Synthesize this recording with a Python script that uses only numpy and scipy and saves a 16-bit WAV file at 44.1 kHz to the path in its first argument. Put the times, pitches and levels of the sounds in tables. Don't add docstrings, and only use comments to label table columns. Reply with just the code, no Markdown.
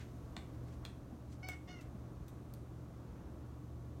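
import sys
import numpy as np
from scipy import signal
from scipy.fft import rfft, irfft, next_fast_len
from scipy.io import wavfile
from scipy.ndimage import map_coordinates

SR = 44100
rng = np.random.default_rng(int(sys.argv[2]) if len(sys.argv) > 2 else 0)


def unload_wav(signal):
    wavfile.write(
        sys.argv[1],
        SR,
        np.round(np.clip(np.atleast_2d(signal).T, -1, 1) * 32767).astype(np.int16),
    )


N = 176400
TIME = np.arange(N) / SR


def amp(db):
    return 10 ** (np.asarray(db) / 20)


def unit(x):
    return x / np.sqrt(np.mean(x ** 2) + 1e-20)


def along(points, hz):
    f, v = np.transpose(points)
    return np.interp(np.log(hz + 1), np.log(f + 1), v)


def contour(points):
    return np.interp(TIME, *np.transpose(points))


def wobble(rate_hz):
    knots = rng.standard_normal(int(N * rate_hz / SR) + 4)
    return map_coordinates(knots, [np.arange(N) * rate_hz / SR])


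def filtered(x, response):
    size = next_fast_len(len(x) + 8192)
    return irfft(rfft(x, size) * response(np.fft.rfftfreq(size, 1 / SR)), size)[:len(x)]


def octaves(hz, pivot_hz=3900):
    return np.log2(np.maximum(hz, 100) / pivot_hz)


def noise(colour, tilt_db=0, size=N):
    white = rng.standard_normal(size)
    return unit(filtered(white, lambda hz: amp(along(colour, hz) + tilt_db * octaves(hz))))


def ring(modes, t, tilt_db=0):
    return sum((-1) ** k * amp(db + tilt_db * octaves(hz) - 60 * t / t60) * np.sin(2 * np.pi * hz * t)
               for k, (hz, db, t60) in enumerate(modes))


def edge(colour, size):
    magnitude = amp(along(colour, np.fft.rfftfreq(2 * size, 1 / SR)))
    cepstrum = irfft(np.log(magnitude))[:size]
    cepstrum[1:] *= 2
    pulse = irfft(np.exp(rfft(cepstrum, 2 * size)))[:size]
    return pulse / np.linalg.norm(pulse)


def add(track, start_s, sound):
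    part = track[max(round(start_s * SR), 0):][:len(sound)]
    part += sound[:len(part)]


def room(x, wet_db, build_s=0.0027):
    decay_times = [(200, 0.15), (2000, 0.41), (5000, 0.22), (9000, 0.37), (15000, 0.075)]
    reflections = [(.0096, -14.5), (.0112, -16)]
    hz, t, spectra = signal.stft(rng.standard_normal(SR // 2), SR, nperseg=256)
    decay = amp(-60 * t / along(decay_times, hz)[:, None])
    tail = signal.istft(spectra * decay, SR, nperseg=256)[1]
    tail *= 1 - np.exp(-np.arange(len(tail)) / SR / build_s)
    response = amp(wet_db) * tail / np.linalg.norm(tail)
    response[0] += 1
    for delay_s, db in reflections:
        response[round(delay_s * SR)] += amp(db)
    return signal.fftconvolve(x, response)


def appliance_hum(waver_db=1.05, drift_rad=0.29):
    tones = [(75.2, -56.5), (119.8, -54.5), (161.8, -65), (298.6, -67), (742, -95), (1118, -78.5)]
    swell = [(0, -.5), (.7, 2), (1.05, -4.5), (1.35, -1), (1.57, 2), (1.75, -1.5), (2.05, 1), (3.3, -.5),
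             (3.8, 2)]
    hum = np.zeros(N)
    for hz, db in tones:
        peak = np.sqrt(2) * amp(db + waver_db * wobble(4.915))
        hum += peak * np.sin(2 * np.pi * (hz * TIME + rng.random()) + drift_rad * wobble(3.99))
    return amp(contour(swell)) * hum


def hiss(level_db=-74):
    spectrum = [(500, 4.5), (2000, 4), (4000, 2.5), (5000, -1), (6200, 3.5), (8000, -1), (9500, 0.5),
                (10500, -5), (12000, -1), (15500, -5.5)]
    swell = [(0, 2), (1, -1), (2.5, -1), (4, -1.3)]
    return amp(level_db + contour(swell)) * noise(spectrum)


def rumble(level_db=-52, waver_db=0.57):
    spectrum = [(15, -44), (25, -22.5), (39, -11), (58, 0), (80, -5), (95, -6.5), (135, -6), (170, -8.5),
                (215, -10), (320, -10), (430, -18), (680, -20.5), (800, -25), (1150, -27), (1450, -31),
                (1800, -38), (3000, -46.5), (6000, -49.5), (16000, -91)]
    swell = [(0, 0), (.65, 0.7), (1.05, -0.25), (1.6, -1), (2.05, 0.5), (2.7, -0.3), (3.4, -0.15),
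             (3.9, -0.3)]
    return amp(level_db + contour(swell) + waver_db * wobble(3.3)) * noise(spectrum)


def rustles():
    brushes = [(.012, -60.5, 0.053, 0.043, 1.5), (.548, -70, .004, 0.0094, 5), (.685, -69.5, .018, .025, 6),
               (.735, -69, 0.017, 0.022, 7), (.84, -53.5, 0.014, .012, -23), (1.302, -74, .008, .015, 9),
               (1.327, -65.5, .008, 0.021, 9), (1.812, -63, .003, 0.016, 7.5),
               (1.853, -67, 0.0043, 0.015, -3), (3.18, -72.5, 0.071, .08, -10)]
    spectrum = [(300, -70), (1200, -0.5), (2000, 1.5), (3800, -8.5), (5000, -11.5), (7000, -15),
                (10000, -29), (16000, -46)]
    track = np.zeros(N)
    for peak_s, db, rise_s, fall_s, tilt_db in brushes:
        envelope = np.exp(-np.maximum((peak_s - TIME) / rise_s, (TIME - peak_s) / fall_s))
        track += amp(db) * envelope * noise(spectrum, tilt_db)
    return track


def thumps(rise_s=0.0054, thud_db=-1, thud_t60_s=0.15):
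    pushes = [(0.365, -52), (0.852, -52), (1.122, -47.5), (1.942, -47), (2.271, -53)]
    board_modes = [(188.6, 6, .11), (243, -1, 0.077)]
    spectrum = [(60, -31), (140, -25.5), (190, -0.5), (250, -6.5), (330, -6), (450, -32), (700, -20),
                (1200, -26.5), (3000, -56)]
    track, t = np.zeros(N), np.arange(SR // 4) / SR
    onset = 1 - np.exp(-t / rise_s)
    for start_s, db in pushes:
        thud = amp(thud_db - 60 * t / thud_t60_s) * noise(spectrum, size=len(t))
        add(track, start_s, amp(db) * onset * (ring(board_modes, t) + thud))
    return track


def clicks(grit_db=-14, thud_db=-0.5, noise_t60_s=0.013, knock_delay_s=0.001456):
    strikes = [(.3659, -33.5, -2.5, -50, -44), (0.8512, -32.5, 0, -41.5, -45),
               (1.4869, -54, 13, -28.5, -44)]
    snap_modes = [(1816, -10, 0.0047), (2480, -13.5, 0.006), (3500, -2.5, 0.0043), (4420, -5, 0.0026),
                  (6270, -15.5, 0.0057), (8350, -11, 0.0023)]
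    body_modes = [(720, 1.5, 0.013), (1210, -2, 0.014), (1600, -5.5, 0.013), (2284, -4, 0.017)]
    crack_colour = [(1000, -8), (3500, -12), (6000, 7), (8500, 5), (10500, 0), (12000, 4), (14000, 3),
                    (16000, 6)]
    knock_colour = [(200, -19), (450, -4), (700, 0), (1200, -3), (1700, -7), (2700, -4), (3800, 0),
                    (4600, -6), (5400, -10), (7000, -7), (10000, -28), (16000, -36)]
    track, t = np.zeros(N), np.arange(SR // 16) / SR
    decay = amp(-60 * t / noise_t60_s)
    for start_s, snap_db, tilt_db, crack_db, knock_db in strikes:
        crack = edge(crack_colour, len(t)) + amp(grit_db) * decay * noise(crack_colour, size=len(t))
        knock = ring(body_modes, t) + amp(thud_db) * decay * noise(knock_colour, size=len(t))
        click = amp(snap_db) * ring(snap_modes, t, tilt_db) + amp(crack_db) * crack
        add(click, knock_delay_s, amp(knock_db) * knock)
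        add(track, start_s, room(click, wet_db=-6))
    return track


def mew(gesture, throat, jitter=0.0033, shimmer_db=3, rough_depth=0.24, rough_hz=167.6):
    rasp_colour = [(500, -7), (1300, -4), (1650, -7), (1900, 5), (2200, -7), (2450, -18), (2900, 3),
                   (3800, -19), (5200, -7), (6500, -12), (8000, -30), (12000, -30)]
    times, *columns = np.transpose(gesture)
    hz, db, closing, rasp_db = [np.interp(TIME, times, column) for column in columns]
    pitch = hz * (1 + jitter * wobble(330))
    phase = 2 * np.pi * np.cumsum(pitch) / SR
    wide, narrow = np.array(throat)[:, :2], np.array(throat)[:, ::2]
    tone, power = np.zeros(N), np.zeros(N)
    for k in range(1, 13):
        mouth_db = (1 - closing) * along(wide, k * hz) + closing * along(narrow, k * hz)
        gain = amp(mouth_db + shimmer_db * wobble(90))
        tone += gain * np.sin(k * phase)
        power += gain ** 2 / 2
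    rasp = unit(noise(rasp_colour) * (1 + np.cos(phase) / 2))
    roughness = 1 + rough_depth * wobble(rough_hz)
    voice = roughness * tone / np.sqrt(power) + amp(rasp_db) * rasp
    sounding = (TIME > times[0]) & (TIME < times[-1])
    return room(amp(db) * sounding * voice, wet_db=-11)[:N]


def cat():
    # time_s, pitch_hz, level_db, closing_fraction, rasp_db
    first_gesture = [(1.424, 720, -78, 0, -3), (1.432, 737, -54, 0.4, -8), (1.442, 741, -50.5, 0.15, -19),
                     (1.456, 750, -55, 0.2, -27), (1.469, 750, -56.5, 0, -15), (1.495, 737, -51, 0.3, -13),
                     (1.526, 725.3, -51.5, 1, -13), (1.548, 716, -62, 1, -4), (1.562, 700, -78, 1, -5)]
    second_gesture = [(1.674, 704, -72, 0.18, 1), (1.683, 708, -60, 0, -4), (1.706, 728, -58, 0, -6),
                      (1.732, 721.4, -59, 0.049, -13), (1.757, 706, -62, 0.64, -16),
                      (1.77, 692.5, -61.5, 1, -10), (1.787, 704, -62, 1, -10), (1.8, 658, -61.5, 1, -13),
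                      (1.815, 668, -73, 1, -4)]
    # frequency_hz, open_db, nearly_closed_db
    first_throat = [(730, -5, -9.5), (1480, -13, -10.5), (2180, -1, 2), (2970, -15, -27), (3700, -25, -15),
                    (4450, -12, -22), (5230, -13.5, -21), (5950, -19, -21), (6800, -32, -34),
                    (10000, -41, -44)]
    second_throat = [(720, -1.5, -14), (1440, -7, -1.5), (2150, 1, 3.5), (2850, -1, -5), (3550, -7, -26),
                     (4300, -10, -18), (5000, -8, -21), (5700, -9, -9), (6300, -14, -14), (7200, -24, -30),
                     (10000, -34, -38)]
    return mew(first_gesture, first_throat) + mew(second_gesture, second_throat)


def ticks():
    contacts = [(1.8104, -56, -66, .025, 1), (2.2813, -58, -57.5, 0.042, -4.5),
                (2.5387, -34, -54.5, 0.017, -8)]
    edge_colour = [(1000, -6), (3000, -17), (4300, 3), (6000, -5), (8000, -7), (9700, -1), (11000, -6),
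                   (13500, 5), (16000, 1)]
    scrape_colour = [(1000, -9), (2000, 4), (2700, -7), (3600, 4), (4500, -9), (6000, -2), (7000, -7),
                     (8000, -3), (10000, -6), (12200, 1), (13700, -6), (16000, -7)]
    track, t = np.zeros(N), np.arange(SR // 16) / SR
    for start_s, edge_db, scrape_db, t60_s, wet_db in contacts:
        impulse = amp(edge_db) * edge(edge_colour, len(t))
        scrape = amp(scrape_db - 60 * t / t60_s) * noise(scrape_colour, size=len(t))
        add(track, start_s, room(impulse + scrape, wet_db))
    return track


def scene():
    background = appliance_hum() + hiss() + rumble()
    return (background + cat() + clicks() + ticks() + thumps() + rustles())[None]


def record(dry):
    cutoff_hz = 15950
    return filtered(dry[0], lambda hz: hz < cutoff_hz)[None]


dry = scene()
out = record(dry)
unload_wav(out)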